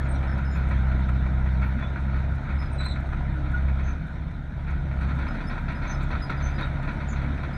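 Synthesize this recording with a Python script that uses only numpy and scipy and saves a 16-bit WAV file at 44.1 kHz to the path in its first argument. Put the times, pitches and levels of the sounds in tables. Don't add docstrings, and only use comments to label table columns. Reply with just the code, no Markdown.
import sys
import numpy as np
from scipy import signal
from scipy.fft import rfft, irfft, next_fast_len
from scipy.io import wavfile
from scipy.ndimage import uniform_filter1d, map_coordinates

SR = 44100
rng = np.random.default_rng(int(sys.argv[2]) if len(sys.argv) > 2 else 0)


def waveform_to_disk(signal):
    frames = np.transpose(np.atleast_2d(signal))
    scaled = np.clip(frames, -1, 1) * 32767
    samples = np.round(scaled).astype(np.int16)
    wavfile.write(sys.argv[1], SR, samples)


def rack_gain(trim_db):
    fader = np.asarray(trim_db, float)
    return 10 ** (fader / 20)


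N = 333837

# (frequency [Hz], level [dB per Hz])
BLOCK_SPECTRUM = [(190, -12.5), (330, 3.5), (378, -5.5), (445, -7), (623, 0.5), (700, 0.5), (840, -5),
                  (961, -1), (1140, -12.5), (1240, -3), (1430, 1), (1680, -5.5), (2330, -9), (2800, -25.5),
                  (3300, -30), (4290, -55.5), (7260, -120)]
# (time [s], effort [dB])
EFFORT = [
    (0, -40.5),
    (1.2, -41),
    (2.6, -42),
    (3.8, -43),
    (4.05, -46),
    (4.35, -47.5),
    (4.92, -44.5),
    (5.1, -40.5),
    (6.1, -41.5),
    (7.57, -39.5),
]


def unit(x):
    return x / np.sqrt(np.mean(x ** 2) + 1e-20)


def curves(rows):
    s, *columns = np.transpose(rows)
    return [np.interp(np.arange(N) / SR, s, column) for column in columns]


def wobble(rate, size=N):
    knots = rng.standard_normal(int(size * rate / SR) + 4)
    return map_coordinates(knots, [np.arange(size) * rate / SR])


def filtered(x, response):
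    m = next_fast_len(N + SR // 2)
    return irfft(rfft(x, m) * response(np.fft.rfftfreq(m, 1 / SR)), m)[:N]


def below(x, top_hz):
    return filtered(x, lambda f: 1 / np.sqrt(1 + (f / top_hz) ** 16))


def coloured(spectrum, patchy_db):
    cells = signal.stft(rng.standard_normal(N + 512), nperseg=512)[2]
    patches = uniform_filter1d(rng.standard_normal(cells.shape), size=5, axis=0)
    patches = uniform_filter1d(patches, size=8, axis=1)
    noise = signal.istft(cells * rack_gain(patchy_db * unit(patches)), nperseg=512)[1][:N]
    f, db = np.transpose(spectrum)
    return unit(filtered(noise, lambda hz: rack_gain(np.interp(np.log(hz + 1), np.log(f), db))))


def resonant(peaks):
    def bank(f):
        total = 0
        for k, (centre, width, db) in enumerate(peaks):
            damping = 1j * f * width
            total = total + (-1) ** k * rack_gain(db / 2) * damping / (centre * centre - f * f + damping)
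        return total

    return unit(filtered(rng.standard_normal(N), lambda f: bank(f) ** 2))


def add(x, s, piece):
    x[round(s * SR):][:len(piece)] += piece[:N - round(s * SR)]


def engine():
    # (time [s], firing rate [Hz], exhaust load [dB])
    speed_load = [(0, 66.93, -26), (.55, 67.05, -26.5), (.82, 64.74, -22.5), (1.62, 64.23, -23),
                  (1.92, 67.34, -28.5), (2.15, 66.26, -24), (2.36, 68.3, -30), (3.1, 67.42, -29.5),
                  (3.89, 66.57, -24.5), (3.97, 69.62, -37.5), (4.4, 70.8, -41.5), (4.75, 69, -32.5),
                  (5.08, 66.6, -24), (5.35, 69.9, -43.5), (5.65, 68.9, -34), (7.0, 69.57, -33.5),
                  (7.2, 69.07, -30), (7.57, 69.9, -35)]
    full_load_db, slew_s, slew_length_s = -22, 5.33, 0.17
    hz, load_db = curves(speed_load)
    turn = 2 * np.pi * np.cumsum(hz) / SR + .08 * wobble(12)
    slack_db = load_db - full_load_db
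    slewed = np.clip((np.arange(N) / SR - slew_s) / slew_length_s, 0, 1)
    return exhaust(turn, load_db, slack_db, slewed) + block(turn, slack_db, slewed)


def exhaust(turn, load_db, slack_db, slewed):
    # (multiple of the firing rate [1], relative level [dB])
    uneven = [(1.5, -10.5), (2.5, -15), (3.5, -19), (4, -18), (5, -19), (6, -24), (7, -25)]

    def hunt():
        return 0.31 * slack_db * wobble(11)

    second_db = -31 + 0.63 * slack_db + 2.5 * slewed
    third_db = -36 + 1.44 * slack_db - 1 * slewed
    half_db = -41 - 0.29 * slack_db + 4.5 * wobble(7)
    firing_db = [load_db + hunt(), second_db + 0.28 * hunt(), third_db + 0.36 * hunt()]
    pipe = rack_gain(half_db) * np.cos(turn / 2 + .4 * wobble(6))
    for k, db in enumerate(firing_db):
        pipe -= rack_gain(db + 0.28 * wobble(25)) * np.cos((k + 1) * turn + .3 * k)
    for multiple, db in uneven:
        level = rack_gain(db + .6 * firing_db[1] - 17 + 1.8 * wobble(5))
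        pipe += level * np.cos(multiple * turn + .2 * wobble(5))
    return np.sqrt(2) * pipe


def block(turn, slack_db, slewed):
    # (frequency [Hz], level [dB per Hz])
    rumble_spectrum = [(10, -22), (20, -5.5), (45, 2), (100, -1.5), (170, -3), (230, -28), (300, -84)]
    boom_spectrum = [(120, -91.5), (170, 0), (215, 4), (290, -1.5), (350, -20.5), (420, -31), (520, -41.5),
                     (800, -100)]
    hiss_spectrum = [(1650, -33.5), (2800, -7), (3160, -5.5), (3500, -2), (3730, -1), (4310, -8),
                     (4690, -18), (6030, -16), (7380, -25.5), (8700, -22), (10600, -36.5), (14100, -38.5),
                     (15600, -42)]
    # (frequency [Hz], width [Hz], level [dB])
    case_peaks = [(1429, 27, 0), (1870, 19, -12), (3710, 27, -13.5)]
    block_db, = curves(EFFORT)
    effort_db = block_db - block_db.max()
    rumble_db = -33 + .8 * wobble(3) + .5 * wobble(8)
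    rumble = rack_gain(rumble_db) * coloured(rumble_spectrum, patchy_db=0.0)
    boom_db = -42.5 + effort_db - 0.25 * slack_db + 1.2 * wobble(10)
    boom = rack_gain(boom_db) * coloured(boom_spectrum, patchy_db=2.0)
    beat = 1 + .14 * np.cos(turn)
    shake, taps = wobble(9), chatter(rate=120, depth=0.34)
    roar = rack_gain(block_db + 0.43 * shake) * beat * taps * coloured(BLOCK_SPECTRUM, patchy_db=1.5)
    whine = rack_gain(block_db - 14.5) * resonant(case_peaks)
    hiss_db = -58.5 + 0.7 * effort_db + 0.5 * slewed + 0.59 * shake + 0.23 * wobble(30)
    hiss = rack_gain(hiss_db) * taps * coloured(hiss_spectrum, patchy_db=2.35)
    return rumble + boom + below(roar, top_hz=4000) + hiss + whine


def chatter(rate, depth):
    spikes = (rng.random(N) < rate / SR) * rng.exponential(size=N)
    decay_s = 0.00073
    decay = signal.lfilter([1], [1, -np.exp(-1 / (decay_s * SR))], spikes)
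    return unit(1 + depth * uniform_filter1d(decay, size=24))


def gear():
    # (time [s], pitch [Hz], level [dB])
    meshing = [
        (0, 152.4, -74),
        (3.7, 146.6, -66.5),
        (3.9, 160.4, -41),
        (4.4, 165.6, -45.5),
        (5.0, 161.8, -41),
        (5.5, 163, -45),
        (5.7, 163.2, -72),
        (7.57, 164.5, -83),
    ]
    hz, db = curves(meshing)
    return np.sqrt(2) * rack_gain(db + 2.2 * wobble(8)) * np.sin(2 * np.pi * np.cumsum(hz) / SR)


def tracks():
    # (time [s], peak [dB], t60 [s])
    push_clanks = [(0.054, -28, 0.14), (0.23, -29, 0.21), (0.374, -29.5, .25), (.555, -30, 0.44),
                   (.709, -23.5, .13), (0.915, -24, 0.069), (1.089, -24, .073), (1.263, -27, 0.06),
                   (1.459, -27.5, 0.11), (1.617, -22.5, 0.2), (1.789, -28, 0.14), (1.825, -27.5, 0.11),
                   (1.959, -26, 0.13), (2.135, -32, .4), (2.451, -36, 0.11), (2.487, -29, 0.25),
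                   (2.623, -25, .1), (2.8, -27, 0.25), (2.861, -25.5, 0.057), (2.959, -25.5, 0.098),
                   (3.124, -28.5, 0.14), (3.457, -31, .15), (3.68, -27, .12), (3.79, -30.5, 0.31),
                   (3.876, -34, 0.26), (4.16, -39.5, 0.097), (4.673, -32, 0.49), (4.911, -28.5, 0.078)]
    turn_clanks = [(5.009, -29, 0.3), (5.087, -30.5, 0.26), (5.188, -29, 0.21), (5.213, -32, 0.16),
                   (5.267, -25, .1), (5.344, -33, .34), (5.404, -24.5, 0.095), (5.495, -28.5, 0.44),
                   (5.578, -26.5, 0.049), (5.681, -26, 0.3), (5.819, -29.5, 0.3), (5.849, -34.5, .29),
                   (5.895, -32.5, 0.48), (5.999, -30.5, 0.29), (6.104, -24.5, 0.24), (6.152, -27, .1),
                   (6.296, -19.5, .19), (6.401, -28, 0.16), (6.459, -29.5, .32), (6.581, -25, 0.42),
                   (6.609, -27.5, .08), (6.83, -30, 0.17), (6.876, -26, 0.24), (7.002, -29, 0.18),
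                   (7.131, -27.5, 0.077), (7.16, -26.5, 0.19), (7.215, -32.5, 0.16), (6.751, -36, .15),
                   (7.375, -34, .15), (7.431, -27.5, 0.17)]
    # (time [s], peak [dB])
    stones = [(.3794, -60), (.6858, -56.5), (1, -59), (1.086, -59), (1.5165, -63), (1.9994, -61),
              (2.3494, -59), (2.9994, -59.5), (3.5129, -56), (3.689, -75), (4.0667, -61), (4.7037, -57.5),
              (5.0105, -62), (5.1497, -60), (5.7194, -62), (6.0167, -59), (6.0297, -56), (6.1943, -60),
              (6.2986, -58), (6.3235, -65), (6.5045, -64), (6.6079, -59), (6.8234, -62), (6.8518, -65),
              (7.2194, -68)]
    # (frequency [Hz], width [Hz], level [dB])
    shoe_peaks = [(622, 76, -32.5), (1007, 114, -3.5), (1314, 109, 2), (1464, 140, 1.5), (1878, 120, -4.5),
                  (2190, 147, -4.5), (2524, 350, -11)]
    link_peaks = [(3484, 960, 1), (4450, 1100, -4), (6000, 670, -13.5)]
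    shoe, link, grit = np.zeros(N), np.zeros(N), np.zeros(N)
    t = np.arange(SR // 3) / SR
    tick = rack_gain(-1.5 - 60 * t / 0.058) * (1 - np.exp(-t / .003))
    rise = 1 - np.exp(-t / 0.009)
    crack = 0.68 * rack_gain(-60 * t / 0.022) * (1 - np.exp(-t / 0.0006))
    clanks = [(*row, -20.5) for row in push_clanks] + [(*row, -16.5) for row in turn_clanks]
    for s, db, t60, bright_db in clanks:
        link_db = db + bright_db + 0.4 * rng.standard_normal() - 4.5
        grit_db = db - 42.5 + 4 * rng.standard_normal()
        add(shoe, s, rack_gain(db - 7.5) * (rack_gain(-60 * t / t60) * rise + crack))
        add(link, s, rack_gain(link_db) * (rack_gain(-70 * t / t60) * rise + .4 * crack))
        add(grit, s, rack_gain(grit_db) * tick)
    sand_from_s = 5.0
    for when, size in rng.random((70, 2)):
        add(grit, sand_from_s + when * (N / SR - sand_from_s), rack_gain(-78 + 7.5 * size) * tick)
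    for s, db in stones:
        add(grit, s, rack_gain(db - 1.0) * tick)
    rattle = rack_gain(0.91 * wobble(180))
    steel = 0.99 * resonant(shoe_peaks) + 0.72 * coloured(BLOCK_SPECTRUM, patchy_db=0.5)
    # (frequency [Hz], level [dB per Hz])
    spray_spectrum = [(4500, -60), (5500, 2), (9000, 1), (10500, -5), (15500, -10), (16000, -80)]
    spray = coloured(spray_spectrum, patchy_db=3)
    shoes = below(rattle * shoe * steel, top_hz=3130)
    links = below(rattle * link * resonant(link_peaks), top_hz=6800)
    return shoes + links + grit * spray


def plates():
    t = np.arange(SR // 8) / SR
    work_db, = curves(EFFORT)
    out = np.zeros(N)
    for when, pitch, size, life in rng.random((260, 4)):
        hz = 800 * 3.3 ** pitch
        db = work_db[int(when * N)] - 12 - 2.5 * np.log(size + .03) - 9 * pitch
        ring = rack_gain(db - 60 * t / (0.19 + 0.3 * life)) * np.sin(2 * np.pi * hz * t)
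        add(out, when * N / SR, ring * (1 - np.exp(-t / 0.00034)))
    return filtered(out, lambda f: (f < 3200) * (1 - .8 * np.exp(-((f - 1150) / 70) ** 2)))


def squeal(length, hz, db, rough_hz, octave_db):
    n = round(1.136 * length * SR)
    u = np.arange(n) / n
    swell = np.sin(np.pi * u ** .7) ** 1.6 * rack_gain(3 * wobble(55, size=n))
    pitch = hz + rough_hz * (.7 * wobble(40, size=n) + 1.7 * (.5 - u))
    tone = np.exp(2j * np.pi * np.cumsum(pitch) / SR)
    slips = wobble(7 * rough_hz, size=n) + 1j * wobble(7 * rough_hz, size=n)
    share = np.clip(rough_hz / 90, .15, .9)
    tone = tone * (np.sqrt(1 - share) + np.sqrt(share / 2) * slips)
    return rack_gain(db + 6.0) * swell * (tone + rack_gain(octave_db - 5.0) * tone ** 2).real


def squeals():
    # (time [s], length [s],
    # pitch [Hz], level [dB])
    pins = [(.268, 0.093, 5250, -61.5), (.44, 0.14, 5158, -62), (2.58, 0.11, 5093, -56),
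            (2.778, 0.071, 3962, -49), (2.835, .069, 4060, -49), (5.281, 0.036, 5050, -53.5),
            (5.467, 0.034, 5220, -54.5), (5.74, .06, 5040, -66), (5.917, 0.045, 5163, -55),
            (6.21, 0.063, 5010, -50.5), (6.36, 0.045, 4900, -67), (6.5, .03, 4770, -66.5),
            (6.535, .05, 4900, -62), (5.31, 0.064, 5050, -71), (5.43, .045, 4700, -68),
            (7.529, 0.048, 5020, -64)]
    bushes = [(0, 0.025, 1750, -42), (.04, .05, 6860, -73), (.08, 0.062, 8570, -58.5),
              (.15, .027, 5784, -67), (.55, .05, 11595, -77), (1.8, .08, 3446, -52),
              (2.71, 0.061, 8650, -62), (4.99, 0.035, 8760, -74), (2.83, .06, 12250, -76),
              (7.42, .03, 11400, -81), (6.421, 0.083, 6160, -51), (6.57, 0.027, 3877, -53),
              (6.61, 0.052, 3747, -52.5)]
    rollers = [(.5, .081, 6900, -67), (1.63, .11, 11400, -77), (3.83, 0.11, 6140, -61.5),
               (5.07, .029, 6919, -76), (5.869, 0.076, 6173, -52.5), (6.6, .027, 10700, -72),
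               (5.595, .05, 12300, -81), (6.64, .045, 8200, -73), (7.07, .08, 6933, -57),
               (7.088, 0.076, 6300, -58)]
    idler = [
        (2.8, 0.18, 3916, -48.5),
        (2.883, 0.062, 3874, -48),
    ]
    shafts = [
        (3.281, 0.31, 305, -47),
        (3.53, .053, 1448, -32.5),
        (3.86, 0.23, 1501, -55),
        (3.98, 0.25, 1505, -53.5),
        (4.12, 0.18, 1499, -60.5),
        (4.0, 0.38, 3550, -68.5),
        (4.2, .3, 3640, -76),
    ]
    # (part, roughness [Hz], octave [dB])
    parts = [(pins, 28, -14), (bushes, 30, -34), (rollers, 74, -30), (idler, 100, -16), (shafts, 5.807, -31)]
    out = np.zeros(N)
    for part, rough_hz, octave_db in parts:
        for s, length, hz, db in part:
            add(out, s, squeal(length, hz, db, rough_hz, octave_db))
    t = np.arange(SR // 8) / SR
    tail = rng.standard_normal(len(t)) * rack_gain(-60 * t / .2)
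    return out + rack_gain(-9.5) * signal.fftconvolve(out, tail / np.linalg.norm(tail))[:N]


def air():
    # (frequency [Hz], level [dB per Hz])
    air_spectrum = [(7000, -60), (9500, 1.5), (12500, -4), (15600, -8.5), (16000, -81.5)]
    return rack_gain(-88.0) * coloured(air_spectrum, patchy_db=1.0)


def scene():
    return (engine() + gear() + tracks() + plates() + squeals() + air())[None]


def band_limit(x):
    return signal.sosfilt(signal.butter(12, 15710, fs=SR, output="sos"), x)


def record(dry):
    close = np.clip((N - np.arange(N)) / 5, 0, 1)
    return band_limit(dry * close)


dry = scene()
out = record(dry)
waveform_to_disk(out)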